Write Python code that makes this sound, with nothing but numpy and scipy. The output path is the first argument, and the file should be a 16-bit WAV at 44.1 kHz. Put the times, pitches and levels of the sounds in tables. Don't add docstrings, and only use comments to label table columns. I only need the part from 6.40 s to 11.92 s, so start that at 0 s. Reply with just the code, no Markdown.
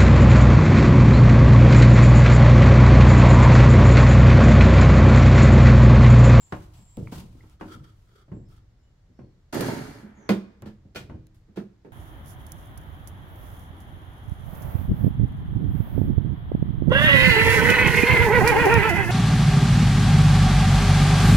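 import sys
import numpy as np
from scipy import signal
from scipy.fft import rfft, irfft, next_fast_len
from scipy.io import wavfile
from scipy.ndimage import map_coordinates

SR = 44100
rng = np.random.default_rng(int(sys.argv[2]) if len(sys.argv) > 2 else 0)


def generate_wav(sig):
    pcm = np.round(np.clip(np.atleast_2d(sig).T, -1, 1) * 32767).astype(np.int16)
    wavfile.write(sys.argv[1], SR, pcm)


N = 243431


def amp(db):
    return 10 ** (np.asarray(db) / 20)


def unit(x):
    return x / np.sqrt(np.mean(x ** 2) + 1e-20)


def along(points, hz):
    knots_hz, values = np.transpose(points)
    return np.interp(np.log(hz + 1), np.log(knots_hz + 1), values)


def wobble(rate_hz, n=N):
    knots = rng.standard_normal(int(n * rate_hz / SR) + 4)
    return map_coordinates(knots, [np.arange(n) * rate_hz / SR])


def filtered(x, response):
    n = x.shape[-1]
    padded = next_fast_len(n + 8192)
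    return irfft(rfft(x, padded) * response(np.fft.rfftfreq(padded, 1 / SR)), padded)[..., :n]


def fade(t, t60_s):
    return np.exp(-np.log(1000) * t / np.maximum(t60_s, 1e-3))


def add(track, at_s, sound):
    start = round(at_s * SR)
    part = sound[..., max(-start, 0):N - start]
    track[:, max(start, 0):max(start, 0) + part.shape[-1]] += part


def strokes(rows, attack_s, t60_s):
    t = np.arange(N) / SR
    return sum(amp(db) * np.clip((t - at_s) / attack_s, 0, 1)
               * fade(np.maximum(t - at_s - length_s, 0), t60_s) for at_s, length_s, db in rows)


def spread(pair, colour):
    # f/Hz, coherence
    coherence = [(100, 0.98), (200, 0.92), (400, 0.64), (1000, 0.32), (2500, 0.067), (8000, 0.027)]

    def response(hz):
        angle = np.arccos(np.clip(along(coherence, hz), 0, 1)) / 2
        return colour(hz) * np.array([np.cos(angle), np.sin(angle)])
    mid, side = filtered(pair, response)
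    return unit(np.array([mid + side, mid - side]))


def rush(spectrum, grain_db=0, grain_hz=500):
    pair = rng.standard_normal((2, N)) * amp(grain_db * wobble(grain_hz))
    return spread(pair, lambda hz: amp(along(spectrum, hz)))


def crowd(low_hz, high_hz, db_per_oct, n):
    def colour(hz):
        skirts = np.sqrt((1 + (low_hz / (hz + 1)) ** 6) * (1 + (hz / high_hz) ** 8))
        return amp(db_per_oct * np.log2(hz / low_hz + .1)) / skirts
    return spread(rng.standard_normal((2, n)), colour)


def ring(modes, t, scatter_db):
    hz, db, t60_s = np.transpose(modes)[:, :, None]
    sign = (-1) ** np.arange(len(hz))[:, None]
    gain = sign * amp(db + scatter_db * rng.standard_normal(hz.shape))
    return np.sum(gain * np.sin(2 * np.pi * hz * t) * fade(t, t60_s), axis=0)


def blows(contacts, modes, scatter_db, crack_db, crack_t60_s):
    # low/Hz, high/Hz, slope/(dB/oct), t60 factor, trim/dB
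    bands = [(46.6, 178, 3, 0.88, 0.5), (161, 540, -6.5, 1.2, -4), (580, 2500, -9, 0.95, 0),
             (2730, 23000, -10.5, 1.12, 1.5)]
    out, t = np.zeros((2, N)), np.arange(SR // 3) / SR
    clatters = [crowd(*band[:3], 2 * SR) for band in bands]
    for at_s, db, thud_db, clack_db, tick_db, t60_s, rise_s, ring_db in contacts:
        force = [(90, thud_db), (250, 0), (1100, clack_db), (5000, tick_db)]  # f/Hz, level/dB
        driven = [(hz, mode_db + along(force, hz), life_s) for hz, mode_db, life_s in modes]
        sound = amp(ring_db) * ring(driven, t, scatter_db)
        crack = 1 + amp(crack_db + min(clack_db, 0) / 2) * fade(t, crack_t60_s)
        start = rng.integers(2 * SR - len(t))
        for (_, band_db), clatter, (low_hz, _, _, t60_factor, trim_db) in zip(force, clatters, bands):
            swell = 1 - np.exp(-t * low_hz / .24)
            envelope = amp(band_db + trim_db) * fade(t, t60_s * t60_factor) * crack * swell
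            sound = sound + unit(clatter[:, start:start + len(t)]) * envelope
        attack = 1 - np.exp(-t / max(rise_s, 1e-4))
        add(out, at_s - rise_s, amp(db) * sound * attack)
    return out


def hush(shake, rumble_db=-58.5, sway_db=-12, lag_s=.1, air_db=-70.5):
    # f/Hz, rel. level/dB
    lows = [(12, -32.5), (20, -5.5), (65, -3.5), (81, -5.5), (112, -3.5), (125, -7), (200, -21.5),
            (260, -65), (440, -120)]
    # f/Hz, rel. level/dB
    air = [(120, -33), (200, 3.5), (1080, -11), (2130, -13), (2470, -19), (2860, -18), (3900, -17.5),
           (7140, -22.5), (9060, -32.5), (16000, -34.5)]
    pole = np.exp(-1 / (lag_s * SR))
    power = signal.lfilter([1 - pole], [1, -pole], np.mean(shake ** 2, axis=0))
    rumble_gain = np.hypot(amp(rumble_db), amp(sway_db) * np.sqrt(power))
    return rumble_gain * rush(lows) + amp(air_db) * rush(air)


def shed(x, build_s=.0089):
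    # f/Hz, t60/s
    decay = [(100, 0.67), (400, 0.63), (2000, 0.56), (6000, 0.52), (14000, 0.33)]
    noise = spread(rng.standard_normal((2, SR)), np.ones_like)
    hz, t, bins = signal.stft(noise, SR, nperseg=256)
    bins = bins * fade(t, along(decay, hz)[:, None]) * (1 - np.exp(-t / build_s))
    _, tail = signal.istft(bins, SR, nperseg=256)
    return signal.fftconvolve(x, tail / np.linalg.norm(tail[0]), axes=1)[:, :N]


def sympathy(x, low_hz, high_hz, t60_s, count):
    t = np.arange(SR // 2) / SR
    place, left, right = rng.random((count, 3)).T[:, :, None]
    hz = low_hz * (high_hz / low_hz) ** ((np.arange(count)[:, None] + place) / count)
    tails = np.array([np.sum(np.sin(2 * np.pi * (hz * t + phase)), axis=0) for phase in (left, right)])
    tails = tails * fade(t, t60_s) * (1 - np.exp(-t / .002))
    return signal.fftconvolve(x, tails / np.linalg.norm(tails, axis=1, keepdims=True), axes=1)[:, :N]


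def birds(waver_hz=40, waver_per_glide=.21):
    # t/s, length/s, start/Hz, end/Hz, level/dB
    calls = [(-.03, 0.094, 7790, 7000, -60), (.34, 0.12, 7750, 7400, -67), (0.439, 0.12, 7250, 7850, -64.5),
             (1.935, 0.054, 7600, 7580, -76), (2.055, .04, 5200, 5300, -76), (2.385, .035, 5200, 5250, -85),
             (2.406, 0.077, 7160, 7200, -84), (2.42, .07, 2950, 2950, -84), (2.73, 0.072, 5070, 5900, -82),
             (2.76, .12, 4390, 4300, -84), (3.745, 0.16, 7000, 5700, -70)]
    out = np.zeros((2, N))
    for at_s, length_s, start_hz, end_hz, db in calls:
        progress = np.linspace(0, 1, round(length_s * SR))
        glide_hz = end_hz - start_hz
        depth_hz = waver_hz + waver_per_glide * abs(glide_hz)
        hz = start_hz + glide_hz * progress + depth_hz * wobble(700, len(progress))
        envelope = amp(db) * np.sqrt(np.abs(np.sin(np.pi * progress)))
        add(out, at_s, envelope * np.sin(2 * np.pi * np.cumsum(hz) / SR))
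    return out


def clothes():
    # t/s, length/s, rel. level/dB
    brushes = [(0, 1.14, -77.5), (.12, 0.12, -73), (.33, .06, -73), (.57, 0.13, -77), (.712, 0.093, -58.5),
               (1.21, 0.085, -72.5), (1.315, 0.032, -67.5), (1.4, 0.37, -84), (2.08, .09, -79)]
    # f/Hz, rel. level/dB
    cloth = [(410, -35), (700, -6), (934, -5.5), (1040, -8), (1620, -16.5), (2880, -11.5), (8310, -18),
             (10100, -19), (16000, -22)]
    envelope = amp(8) * strokes(brushes, attack_s=.0097, t60_s=.13)
    return envelope * rush(cloth, grain_db=1.5, grain_hz=120)


def handling():
    # t/s, length/s, rel. level/dB
    rubs = [(.98, 0.16, -72), (1.195, .01, -58), (1.27, 0.058, -54), (1.31, .04, -53), (1.432, .01, -53.5),
            (1.47, 0.031, -65), (1.67, .07, -70), (1.745, .07, -62), (2.09, 0.1, -69)]
    # f/Hz, width/Hz, rel. level/dB
    peaks = [(370, 83, 3.5), (1300, 120, 4), (2050, 110, -17), (2980, 160, -12), (3240, 140, -8),
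             (4400, 190, -16)]

    def body(hz):
        return sum(amp(db) * 1j * hz * width_hz / (peak_hz ** 2 - hz ** 2 + 1j * hz * width_hz)
                   for peak_hz, width_hz, db in peaks)
    friction = rng.standard_normal((2, N)) * amp(3 * wobble(120))
    return amp(1) * strokes(rubs, attack_s=.0085, t60_s=.14) * spread(friction, body)


def squeaks():
    # t/s, length/s, start/Hz, end/Hz, level/dB
    slips = [(.671, 0.0049, 2680, 1830, -40.5), (0.673, 0.004, 1740, 715, -42),
             (1.005, 0.009, 1820, 2270, -51)]
    out = np.zeros((2, N))
    for at_s, length_s, start_hz, end_hz, db in slips:
        hz = np.geomspace(start_hz, end_hz, round(length_s * SR))
        add(out, at_s, amp(db) * np.hanning(len(hz)) * np.sin(2 * np.pi * np.cumsum(hz) / SR))
    return out


def clicks():
    # t/s, level/dB, t60/s
    contacts = [(0.571, -38.5, 0.0035), (1.098, -53.5, 0.0052), (4.2219, -41, 0.0032), (4.869, -52.5, 0.01),
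                (4.945, -69, 0.25)]
    out, t = np.zeros((2, N)), np.arange(SR // 5) / SR
    for at_s, db, t60_s in contacts:
        add(out, at_s, amp(db) * crowd(610, 16000, -1.8, len(t)) * fade(t, t60_s))
    return out


def ladder(rise_s=.0016, ring_db=-3.5, tick_re_clack_db=-20.5, settle_s=.045, settle_t60_s=.24):
    # thud/dB, clack/dB, settling/dB
    landings = [(0.124, -27, 2.5, 0, -20), (0.387, -51.5, 11, -17, -25), (0.573, -25, 1, -25, -8),
                (0.724, -32, 2, -6.5, -7), (0.817, -39.5, 7, -26, -13), (0.948, -45, -10, -20, -9),
                (1.037, -48, -17, -9, -11), (1.211, -28.5, -18, -5.5, -7.5), (1.357, -43, 10, -12, -8),
                (1.882, -47, 4, -12, -8), (1.918, -30, 0, -19, -7), (2.025, -48, 4, -22, -18),
                (2.695, -54.5, 4.5, -35, -18), (2.791, -35, -2, -16, -10), (4.224, -36, 0, -8, -8),
                (4.451, -46, 2, -31, -22), (4.561, -38.5, 4, -9, -4), (4.64, -39, -2.5, -34, -6),
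                (4.698, -33, 0, -12, -3)]
    # f/Hz, rel. level/dB, t60/s
    modes = [(96, 0.5, 0.32), (140.6, -2, 0.41), (193.4, -7.5, 0.46), (252.9, -4.5, 0.21),
             (313.6, -7.5, 0.54), (359.6, -7, 0.29), (516, -21.5, 0.054), (576, -10.5, 0.34),
             (747, -13.5, 0.24), (897, -4, 0.097), (1059, -5.5, 0.15), (1163, -2.5, 0.061),
             (1534, -7, 0.14), (2100, -14, .15), (2870, -4, 0.14)]
    contacts = []
    for at_s, db, thud_db, clack_db, settle_db in landings:
        t60_s = .16 - .003 * clack_db
        dull_db = clack_db - 9
        contacts.append((at_s, db, thud_db, clack_db,
                         clack_db + tick_re_clack_db, t60_s, rise_s, ring_db))
        contacts.append((at_s + settle_s, db + settle_db, thud_db + 4, dull_db,
                         dull_db + tick_re_clack_db, settle_t60_s, rise_s, ring_db))
    return blows(contacts, modes, scatter_db=2, crack_db=12, crack_t60_s=.017)


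def drag(lift_s=3.605):
    # t/s, length/s, rel. level/dB
    pulls = [(3.125, 0.16, 0.5), (3.77, 0.18, -28)]
    # f/Hz, rel. level/dB
    judder = [(29, -41), (50, -17), (75, -15.5), (112, 5.5), (178, 0.5), (285, 1.5), (377, -7), (415, 0.5),
              (510, -18.5), (555, -4), (649, -15.5), (760, -13.5), (900, -12.5), (1170, -48), (1980, -120)]
    # f/Hz, rel. level/dB
    rasp = [(350, -30), (600, -4.5), (651, -3), (765, -2.5), (955, -1.5), (1070, -5.5), (1430, -3.5),
            (1880, -7), (2320, -9.5), (2530, -18.5), (3500, -18.5), (4550, -50), (7700, -120)]
    # f/Hz, rel. level/dB
    grit = [(1650, -25.5), (2800, 0), (3750, -3), (4270, 3.5), (5810, -4), (6520, -0.5), (7940, -7.5),
            (8610, -4.5), (13300, -12.5), (15300, -20)]
    # t/s, knock/dB, snap/dB
    catches = [(3.128, -51, -41), (3.144, -27.5, -34.5), (3.171, -30, -44), (3.208, -25, -30.5),
               (3.223, -29, -40.5), (3.262, -35, -39.5), (3.285, -24, -50), (3.364, -40, -52)]
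    on_grit = fade(np.maximum(np.arange(N) / SR - lift_s, 0), .7)
    out = amp(-29) * strokes(pulls, attack_s=.027, t60_s=.83) * rush(judder, grain_db=3.5, grain_hz=170)
    out += amp(-37) * strokes(pulls, attack_s=.006, t60_s=1.13) * rush(rasp, grain_db=1.5, grain_hz=440)
    crunch_gain = amp(-42.5) * on_grit * strokes(pulls, attack_s=.0032, t60_s=.99)
    out += crunch_gain * rush(grit, grain_db=1.5, grain_hz=1400)
    t = np.arange(SR // 4) / SR
    for at_s, knock_db, snap_db in catches:
        add(out, at_s, amp(knock_db) * crowd(130, 1000, -2.3, len(t)) * fade(t, .1))
        add(out, at_s, amp(snap_db) * crowd(1900, 16000, -2.8, len(t)) * fade(t, .056))
    return out


def bumps(thud_db=-15, t60_s=.19):
    # t/s, knock/dB, clack/dB re knock, ring/dB re knock, rise/s
    strikes = [(3.636, -39, -20, -2, 0.0086), (3.779, -51, -24, 2.5, 0.0086),
               (3.8912, -20.5, -2.5, 3, .0005), (3.901, -21, -9, -19, .0007), (4.263, -42, -1.5, 2, .007),
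               (4.553, -54, 11, -1, 0.0054), (4.560, -49.5, 12, 4.5, .0023), (5.087, -50.5, -16, -6, .0055),
               (5.166, -54.5, 7.5, 0, 0.0074), (5.173, -29, -11, -2, .002), (5.449, -35, -16, -12, 0.0022)]
    # f/Hz, rel. level/dB, t60/s
    modes = [(194, 3.5, .31), (211, 4.5, .32), (297, -11, .2), (330, -7, .25), (377, -8, .25),
             (457, -11, .2), (549, -14, .18), (660, -12, .18), (1050, -15, .13), (1355, -12, .15),
             (1463, -8, .15), (1750, -10, .16), (2051, -13, .14), (2229, -13, .14), (2453, -11, .15),
             (3200, -11, .16), (4410, -10, .11), (4950, -13, .1)]
    contacts = []
    for at_s, db, clack_db, ring_db, rise_s in strikes:
        tick_db = -9 + 1.615 * clack_db
        contacts.append((at_s, db, thud_db, clack_db, tick_db, t60_s, rise_s, ring_db))
    return blows(contacts, modes, scatter_db=3.5, crack_db=6.5, crack_t60_s=.013)


def cooler_path(hz):
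    # f/Hz, colour/dB, left minus right/dB, left lead/rad
    path = [(80, -2.5, -0.5, 0.021), (198, 0, -2.5, 0.17), (374, 2.5, -5.5, 0.37),
            (1000, -4.5, -2.5, 0.097), (1700, 0, 0, .8), (2600, -1.5, 1.5, 1.17), (4950, -1, -1.5, 1.4),
            (8700, -2, -1.5, 0.42), (12800, 2, 2.5, 0.82)]
    colour_db, balance_db, lead_rad = (along(np.array(path)[:, [0, k]], hz) for k in (1, 2, 3))
    side = np.array([[.5], [-.5]])
    return amp(colour_db + side * balance_db) * np.exp(1j * side * lead_rad)


def scene():
    climb = amp(-5) * ladder() + squeaks() + clothes() + handling()
    slide = drag()
    cooler = filtered(bumps() + slide, cooler_path)
    whistles = birds()
    boards = amp(-15.5) * sympathy(climb + cooler, low_hz=699.3, high_hz=9045, t60_s=.13, count=50)
    gear = amp(-29.5) * sympathy(cooler, low_hz=900, high_hz=6000, t60_s=.74, count=70)
    room = shed(amp(-15) * climb + amp(-19.5) * cooler + amp(3) * whistles)
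    shake = amp(5) * climb + amp(-8) * slide
    return climb + cooler + clicks() + whistles + boards + gear + room + hush(shake)


def record(dry, top_hz=15850, edge_hz=400):
    return filtered(dry, lambda hz: np.clip((top_hz - hz) / edge_hz + .5, 0, 1))


dry = scene()
out = record(dry)
generate_wav(out)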